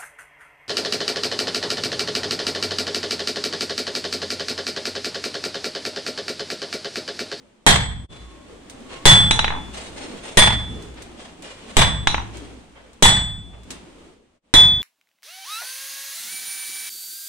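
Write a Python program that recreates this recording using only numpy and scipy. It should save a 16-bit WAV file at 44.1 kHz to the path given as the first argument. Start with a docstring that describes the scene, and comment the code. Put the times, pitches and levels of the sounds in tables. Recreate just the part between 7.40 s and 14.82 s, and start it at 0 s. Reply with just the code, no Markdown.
"""Blacksmith at the anvil

Six heavy blows fall on a glowing bar, heard close up in a small hard-walled forge: noise bursts make the
crack and thump, and decaying sine waves make the anvil ring. Twice the hammer is dropped and bounces to rest.
Between blows the bar scrapes and ticks (filtered noise) over the fluttering rush of the fire (wandering noise).
The blows overload the microphone, which rounds off their peaks."""
import sys
import numpy as np
from scipy import signal
from scipy.fft import rfft, irfft
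from scipy.io import wavfile
from scipy.ndimage import uniform_filter1d, minimum_filter1d

SR = 44100
rng = np.random.default_rng(int(sys.argv[2]) if len(sys.argv) > 2 else 0)


def put_to_file(sound):
    """Save the sound as 16-bit audio at rate SR, in the file named by the first command-line argument."""
    columns = np.atleast_2d(sound).T  # one column per channel
    safe = np.clip(columns, -1, 1)
    whole_steps = np.round(safe * 32767)
    wavfile.write(sys.argv[1], SR, whole_steps.astype(np.int16))


N = 327222
RING_S = np.arange(int(1.2 * SR)) / SR  # time axis of one struck sound [s]
LEFT_RIGHT = np.array([[.5], [-.5]])  # splits a difference evenly between the two channels
# In the tables, t60 is the time a sound takes to fall by 60 dB.


def undb(db):
    """Turn decibels into a gain."""
    return 10 ** (np.asarray(db) / 20)


def at(points, hz):
    """Read a table of (frequency, value) between its points, on a log-frequency axis."""
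    f, value = np.transpose(points)
    return np.interp(np.log(np.maximum(hz, 1)), np.log(f), value)


def fade(t60):
    """Die away exponentially, by 60 dB in t60 seconds."""
    return np.exp(-np.log(1000) * RING_S / t60)


def build_up(rise_s):
    """Grow smoothly from nothing towards 1."""
    return 1 - np.exp(-RING_S / rise_s)


def add(out, s, sound):
    """Mix a sound in at time s."""
    i = int(s * SR)
    out[:, i:i + sound.shape[-1]] += sound[..., :N - i]


def swell(t, s, width):
    """Make a smooth hump of height 1 around time s."""
    return np.exp(-((t - s) / width) ** 2)


def lowpass(x, hz, order=2):
    """Cut the treble gently above hz."""
    return signal.sosfilt(signal.butter(order, min(hz, SR / 2 - 1), fs=SR, output="sos"), x)


def walk(rate, size):
    """Wander smoothly and at random with a spread near 1: random steps, averaged twice."""
    k = int(SR / rate)
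    steps = np.repeat(rng.standard_normal(size // k + 1), k)
    return 1.3 * uniform_filter1d(uniform_filter1d(steps, k), k)[:size]


# likeness of left and right: (frequency [Hz], likeness [0-1])
STEREO_LIKENESS = [(50, 1), (150, 1), (400, 0.4), (1000, 0.24), (3000, 0), (8000, 0.07)]


def noise(spectrum, size):
    """Coloured stereo noise of rms 1; a shared part and an opposed part set how alike the channels are."""
    hz = np.arange(size // 2 + 1) * SR / size
    mid, side = rfft(rng.standard_normal((2, size)))
    alike = np.clip(at(STEREO_LIKENESS, hz), 0, 1)
    shared = mid * np.sqrt(1 + alike)
    opposed = np.outer([1, -1], side) * np.sqrt(1 - alike)
    gain = undb(at(spectrum, hz))
    return irfft((shared + opposed) * gain, size) / np.sqrt(np.mean(gain ** 2))


def burst(spectrum, t60):
    """A contact: noise that starts at full strength and dies away."""
    return noise(spectrum, size=len(RING_S)) * fade(t60)


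def click(spectrum, size=2048):
    """A pulse with the given spectrum and its energy as early as possible (minimum phase)."""
    hz = np.arange(size // 2 + 1) * SR / size
    cepstrum = irfft(np.log(undb(at(spectrum, hz))))
    # folding the second half onto the first leaves nothing before the start
    cepstrum[1:size // 2] *= 2
    cepstrum[size // 2 + 1:] = 0
    return irfft(np.exp(rfft(cepstrum)))[:size // 2]


def resonant(spectrum, spread_db):
    """Many close resonances of bar, tongs and hammer: random peaks, drawn afresh on each call."""
    hz = np.arange(20, 16500, 45)
    peaks = np.minimum(rng.exponential(size=len(hz)), 4) - 1
    treble_weight = np.minimum(hz / 7000, 1) ** .5  # the bass stays smoother
    return np.transpose([hz, at(spectrum, hz) + spread_db * peaks * treble_weight])


def ring(modes, spread, waver, waver_rate=35):
    """Decaying sine waves; reflections shift their phase between left and right and make them waver."""
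    out = 0
    for hz, db, t60 in modes:
        phase = 2 * np.pi * hz * RING_S + LEFT_RIGHT * spread * rng.choice([-1, 1])
        swing = waver * np.array([walk(waver_rate, size=len(RING_S)) for _ in range(4)])
        wave = (1 + swing[:2]) * np.sin(phase) + swing[2:] * np.cos(phase)
        out = out + undb(db) * fade(t60) * wave
    return out


# reverberation of the forge: (frequency [Hz], t60 [s])
FORGE_ROOM = [(40, 1), (150, 1), (350, 0.41), (900, 0.5), (2000, 0.45), (4000, .39), (8500, 0.29),
              (12000, 0.2), (16000, 0.27)]


def reverberation(spectrum):
    """Dense reflections of a short burst off the walls; each band dies at its own rate."""
    hz = np.fft.rfftfreq(len(RING_S), 1 / SR)
    wash = rfft(noise(spectrum, size=len(RING_S)))
    centres = [f for f, _ in FORGE_ROOM]
    out = 0
    for share, (_, t60) in zip(np.eye(len(FORGE_ROOM)), FORGE_ROOM):
        band = irfft(wash * at(list(zip(centres, share)), hz))  # overlapping bands that add up to the whole
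        out = out + band * fade(t60)
    return out


# colour of the fire's noise: (frequency [Hz], relative level [dB])
FIRE_SPECTRUM = [(20, 0.5), (60, -0.5), (130, -5), (260, 3.5), (500, -5), (750, -9.5), (1050, -11.5),
                 (1500, -16), (3200, -17.5), (5000, -25.5), (9000, -26.5), (15500, -38)]
# loudness of the fire's rush: (time [s], level [dB])
FIRE_RUSH = [(0, -55.5), (.2, -60), (.6, -52.5), (.75, -47.5), (1.2, -47.5), (1.6, -41), (3.5, -42.5),
             (3.95, -48.5), (4.3, -44.5), (5.0, -43.5), (5.3, -50), (6.24, -52), (6.32, -44.5),
             (6.74, -52.5), (6.81, -62.5), (7.07, -66), (7.42, -48)]
# a thin whistle in the draught swells and fades: (time of its height [s], half width at 1/e [s], level [dB])
DRAUGHT_WHISTLE = [(.92, .2, -55), (1.57, 0.092, -45.5)]


def fire(flutter_db=1, roar_db=3.0, whistle_hz=1088):
    """A rush that flutters with the draught; each low band of its roar comes and goes on its own."""
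    t = np.arange(N) / SR
    rush = noise(FIRE_SPECTRUM, size=N)
    roar = 0
    for hz in 180 * 2 ** (np.arange(7) / 3):  # bands a third of an octave wide
        edges = [hz * 2 ** (-1 / 6), hz * 2 ** (1 / 6)]
        band = signal.sosfiltfilt(signal.butter(2, edges, "band", fs=SR, output="sos"), rush)
        roar = roar + band * (undb(roar_db * walk(14, size=N)) - 1)
    rush_db = np.interp(t, *np.transpose(FIRE_RUSH)) + flutter_db * walk(14, size=N)
    pitch_hz = whistle_hz + 18 * walk(60, size=N)
    whistle = np.sin(2 * np.pi * np.cumsum(pitch_hz) / SR)
    whistle_gain = sum(undb(db) * swell(t, s, width) for s, width, db in DRAUGHT_WHISTLE)
    return (rush + roar) * undb(rush_db) + whistle * whistle_gain


# colour of the crack: (frequency [Hz], relative level [dB])
CRACK_SPECTRUM = [(20, 2), (60, 6), (170, 5), (280, -3), (600, -1.5), (880, 2.5), (1350, -3), (1900, 3),
                  (2600, -5.5), (3400, 0.5), (4700, -8.5), (7000, -10.5), (9200, -5.5), (15500, -15.5)]


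def crack(body_db, crack_db=-3, crack_t60=0.031, room_db=-7, rough_db=1.6, treble_per_clang=0.35):
    """Scale crushes under the hammer; a harder contact clangs more (body_db) and cracks brighter."""
    spectrum = resonant(CRACK_SPECTRUM, 4.4)
    direct = undb(crack_db) * burst(spectrum, crack_t60)
    room = undb(room_db) * reverberation(spectrum) * build_up(0.0092)
    rough = (direct + room) * undb(rough_db * walk(180, size=len(RING_S)))  # reflections arrive in clusters
    dull = lowpass(rough, 3500, order=1)
    return dull + undb(treble_per_clang * body_db) * (rough - dull)


# colour of the hammer's clack on steel: (frequency [Hz], relative level [dB])
CLACK_SPECTRUM = [(100, -8.5), (600, -18), (730, -15), (830, 8), (980, 2), (1200, -4), (2200, -5),
                  (3900, -6), (4600, -18), (9200, -13), (15500, -20.5)]


def clack(t60):
    """Hammer or bar touching the face: a short noise burst."""
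    return burst(CLACK_SPECTRUM, t60)


# the hammer head's ringing: (frequency [Hz], relative level [dB], t60 [s])
HEAD_MODES = [(3776, -5, .16), (3840, 7, 0.22), (3970, -1.5, 0.24), (4030, 0, .23), (5889, -4, 0.41),
              (6600, -13, 0.56), (7200, -7.5, 0.3), (9200, 0, 0.28), (9520, -12, 0.24)]


def hammer_head():
    """The rough, short ring of the hammer's head."""
    return ring(HEAD_MODES, spread=1.5, waver=1.6, waver_rate=170)


# the anvil's main note, a close pair: (frequency [Hz], relative level [dB], t60 [s])
ANVIL_NOTE = [(3452, 0, .56), (3452.3, -27, 1.05)]


def note():
    """The anvil's clean main note."""
    return ring(ANVIL_NOTE, spread=.75, waver=.13, waver_rate=25)


# hammer on hot steel; where it lands decides which modes ring: (time [s], crack and thud level [dB],
# main note and hammer head level [dB], high overtones level [dB], snap and boom level [dB], clang level [dB])
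HAMMER_BLOWS = [(0.2647, -1, -13.5, -5, 0.5, 3.5), (1.6546, 4, 8.5, 4, 5, 0), (2.972, 0.5, 0, -10, 1.5, 2),
                (4.3682, -1.5, -6.5, -6, 3, -10), (5.6244, -0.5, 2.5, 2.5, 0.5, 4.5),
                (7.1392, -6, 8.5, -22, -5.5, -1.5)]
# dull knock of the anvil on its stand: (frequency [Hz], relative level [dB])
STAND_THUD = [(60, -1), (210, -0.5), (320, -3.5), (470, -1.5), (700, -10.5), (1500, -30.5), (8000, -58)]
# the clang of the anvil's body: (frequency [Hz], relative level [dB], t60 [s])
BODY_CLANG = [(816, -7, .45), (895, -8, .4), (932, -8, .4), (1808, -7, .4), (1946, -4, .45),
              (3241, -4, .52), (3895, -8, .35), (5792, -14, .28), (5885, -14, .3)]
# the anvil's high overtones: (frequency [Hz], relative level [dB], t60 [s])
HIGH_OVERTONES = [(6651, -5, .3), (7454, -3, .17), (7769, -3, .6), (9097, -8, .26), (12240, -10, .17),
                  (13160, -12, .17), (15560, -4, .2)]
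# stand, floor and lowest room modes: (frequency [Hz], relative level [dB], t60 [s])
LOW_BOOM = [(7, 14, .2), (58.3, -9, 1.81), (63.5, -6, 1.32), (84.8, -8, 0.34), (108, -3, 1),
            (133.2, -12, 0.78), (160, -9.5, 0.44), (192, -8, .6)]


def blows(snap_db=-1, snap_t60=0.01, thud_db=-6, thud_t60=0.053, note_db=-4, clang_db=-15, overtone_db=-14,
          boom_db=-15, head_db=-33, cushion_hz=5500, swell_s=0.028, pan_db=-0.4):
    """Scale cracks under the hammer, the stand thumps, and the anvil's note builds up in the room."""
    out = np.zeros((2, N))
    for s, force_db, main_db, over_db, thump_db, body_db in HAMMER_BLOWS:
        blow = undb(force_db) * (crack(body_db) + undb(thud_db) * burst(STAND_THUD, thud_t60))
        blow += undb(snap_db + thump_db) * clack(snap_t60)  # first touch of the hammer
        head = lowpass(hammer_head(), cushion_hz)  # the hot steel cushions the hammer
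        main_note = note() * build_up(swell_s)
        blow += undb(main_db) * (undb(note_db) * main_note + undb(head_db) * head)
        blow += undb(clang_db + body_db) * ring(BODY_CLANG, spread=2.54, waver=0.64)
        blow += undb(overtone_db + over_db) * ring(HIGH_OVERTONES, spread=1.86, waver=0.31, waver_rate=50)
        blow += undb(boom_db + thump_db) * ring(LOW_BOOM, spread=0.71, waver=0.22, waver_rate=32)
        add(out, s, blow * undb(pan_db * LEFT_RIGHT))  # pan_db is left minus right
    return out


# the bar slapping back on the face just after a blow: (time [s], level [dB])
BAR_SLAPS = [(0.326, -15), (.357, -14), (3.023, -8), (3.074, -11), (3.105, -16.5), (4.419, -8.5),
             (4.446, -16), (5.654, -4.5)]


def slaps():
    """The bar slaps back on the anvil: short clacks with their treble cut."""
    out = np.zeros((2, N))
    for s, db in BAR_SLAPS:
        add(out, s, undb(db) * lowpass(clack(0.045), 4500))
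    return out


def afterring(start_s=.68, note_db=-46, hum_db=-38):
    """A faint anvil note and the room's lowest hum enter around the first dip in level and die away."""
    out = np.zeros((2, N))
    note_hz = ANVIL_NOTE[0][0]
    add(out, start_s, undb(note_db) * ring([(note_hz, 0, 1.1)], spread=0.64, waver=.13))
    add(out, start_s, undb(hum_db) * ring([(54.4, 0.0093, 1.5)], spread=.5, waver=.1))
    return out


# bar dragged over loose scale: (time [s], level [dB], t60 [s], treble cut [Hz])
BAR_SCRAPES = [(.69, -49, 1, 8880), (1.48, -40, .45, 7000), (2.325, -34.5, 0.62, 12000),
               (2.555, -37.5, 1, 9200), (2.82, -38.5, 0.99, 12300), (3.55, -45, 0.63, 4000),
               (3.77, -42.5, 0.55, 8000), (4.015, -42, 1, 9900), (4.25, -45.5, 1, 10500),
               (4.92, -46.5, 0.81, 9000), (5.34, -47, .58, 2400), (6.118, -49.5, 0.26, 2200),
               (6.3, -46, 0.41, 4500)]
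# colour of the scale's grit: (frequency [Hz], relative level [dB])
SCALE_SPECTRUM = [(150, -10), (500, 8.5), (1000, 1.5), (1600, -1), (3300, 0), (5000, -9), (7000, -11),
                  (8800, -7.5), (11000, -19.5), (15500, -21.5)]


def scrapes(grit_db=2, wobble_db=0.8, rise_s=.035):
    """The bar is turned between blows: gritty noise slides over the scale with an uneven grip."""
    out = np.zeros((2, N))
    for s, db, t60, bright_hz in BAR_SCRAPES:
        release = np.minimum(fade(t60) * 1000 ** (rise_s / t60), 1)  # the fade begins once the rise is done
        push = np.minimum(RING_S / rise_s, 1) * release
        grit = lowpass(noise(resonant(SCALE_SPECTRUM, 4.7), size=len(RING_S)), bright_hz)
        grip_db = grit_db * walk(87, size=len(RING_S)) + wobble_db * walk(28, size=len(RING_S))
        add(out, s, push * undb(db + grip_db) * grit)
    return out


# lighter knocks fall at random while the bar is worked: (start [s], end [s])
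WORKING_TIME = (.8, 6.7)


def light_ticks(count=8, level_db=-44, spread_db=2):
    """Rows (time [s], level [dB]) of faint knocks, one at random in each equal slice of the working time."""
    slot, strength = rng.random((count, 2)).T
    times = np.interp(np.arange(count) + slot, [0, count], WORKING_TIME)
    return list(zip(times, level_db + spread_db * (2 * strength - 1)))


# bar and tongs knocking on the face: (time [s], level [dB])
BAR_TICKS = [(1.2976, -31), (3.4231, -35.5), (3.6208, -31.5), (4.0225, -33.5), (4.9696, -33.5),
             (6.305, -22.5)]
# colour of those knocks: (frequency [Hz], relative level [dB])
TICK_SPECTRUM = [(200, -4.5), (1000, -6.5), (2500, -1.5), (4000, -0.5), (5000, -3.5), (7500, -1.5),
                 (10000, -3.5), (15500, -11)]


def ticks(tick_db=-9, tick_t60=0.078, room_db=-21, steel_db=-32):
    """Bar and tongs knock on the anvil: a noise burst, its reflections and a small steely ring."""
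    out = np.zeros((2, N))
    room = undb(room_db) * reverberation(resonant(TICK_SPECTRUM, 4.6))
    steel = undb(steel_db) * ring(HEAD_MODES, spread=1.5, waver=0.53, waver_rate=110)
    for s, db in BAR_TICKS + light_ticks():
        contact = undb(tick_db) * burst(resonant(TICK_SPECTRUM, 2.6), tick_t60)
        add(out, s, undb(db) * (contact + room + steel))
    return out


# hammer let fall on the bare face: (time [s], level [dB], treble cut at first touch [Hz], first flight [s],
# share kept per bounce [0-1], fall per bounce [dB], number of touches)
HAMMER_DROPS = [(1.9095, -1.5, 7820, .0822, .59, 2.6, 11), (4.672, -1.5, 5860, .0726, .41, 6.5, 5)]
# the hammer's knock as the walls return it: (frequency [Hz], relative level [dB])
WALL_KNOCK = [(100, -10.5), (600, -9.5), (850, 4), (1200, -5.5), (2200, -4), (3900, -4), (4600, -15),
              (9200, -8), (15500, -16.5)]


def bounces(touch_db=7, clack_db=-3, clack_t60=0.029, room_db=-22, head_db=-29, note_db=-27, boom_db=-26,
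            dulling=0.84, chatter_s=0.0099):
    """Each rebound is slower, so it comes back sooner, softer and duller; anvil and stand answer faintly."""
    out = np.zeros((2, N))
    boom = ring(LOW_BOOM, spread=0.32, waver=0.51, waver_rate=14.76)
    answer = undb(note_db) * note() + undb(boom_db) * boom
    touch = undb(touch_db) * click(CLACK_SPECTRUM)
    touch = np.pad(touch, (0, len(RING_S) - len(touch)))
    for s, db, bright_hz, first_s, kept, fall_db, count in HAMMER_DROPS:
        room = undb(room_db) * reverberation(resonant(WALL_KNOCK, 2.5)) * build_up(0.0073)
        head = undb(head_db) * hammer_head()
        for k in range(round(count)):
            # flights shrink towards chatter_s as the hand presses the hammer down
            flight_s = chatter_s + (first_s - chatter_s) * kept ** k
            clank = touch + undb(clack_db) * clack(clack_t60) + room + head
            cut_hz = bright_hz * (flight_s / first_s) ** dulling
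            add(out, s, undb(db - fall_db * k) * (lowpass(clank, cut_hz, order=3) + answer))
            s += flight_s
    return out


# the level dips briefly: (time [s], half width at 1/e [s], level at the bottom [dB])
LEVEL_DIPS = [(0.678, 0.017, -31), (7.01, 0.026, -23)]


def scene():
    """All sources together; twice the level dips briefly."""
    t = np.arange(N) / SR
    dip_db = sum(db * swell(t, s, width) for s, width, db in LEVEL_DIPS)
    forging = blows() + slaps() + afterring() + scrapes() + ticks() + bounces()
    return (fire() + forging) * undb(dip_db)


# the microphone's tone: (frequency [Hz], level [dB])
MIC_TONE = [(20, -3.5), (9200, 1.5), (10300, -9), (15500, -13.5)]


def record(dry, overload=1.0, ceiling=1.0, hold_s=.003, top_hz=15700):
    """The microphone saturates and colours the tone; a fast limiter holds the peaks; the top treble is cut."""
    x = overload * np.tanh(dry / overload)
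    x = signal.fftconvolve(x, click(MIC_TONE)[None], axes=1)[:, :N]
    hold = max(int(hold_s * SR), 1)
    gain = ceiling / np.maximum(np.abs(x), ceiling)
    x = x * uniform_filter1d(minimum_filter1d(gain, hold), hold)
    return signal.sosfilt(signal.ellip(8, .2, 60, top_hz, fs=SR, output="sos"), x)


dry = scene()
out = record(dry)
put_to_file(out)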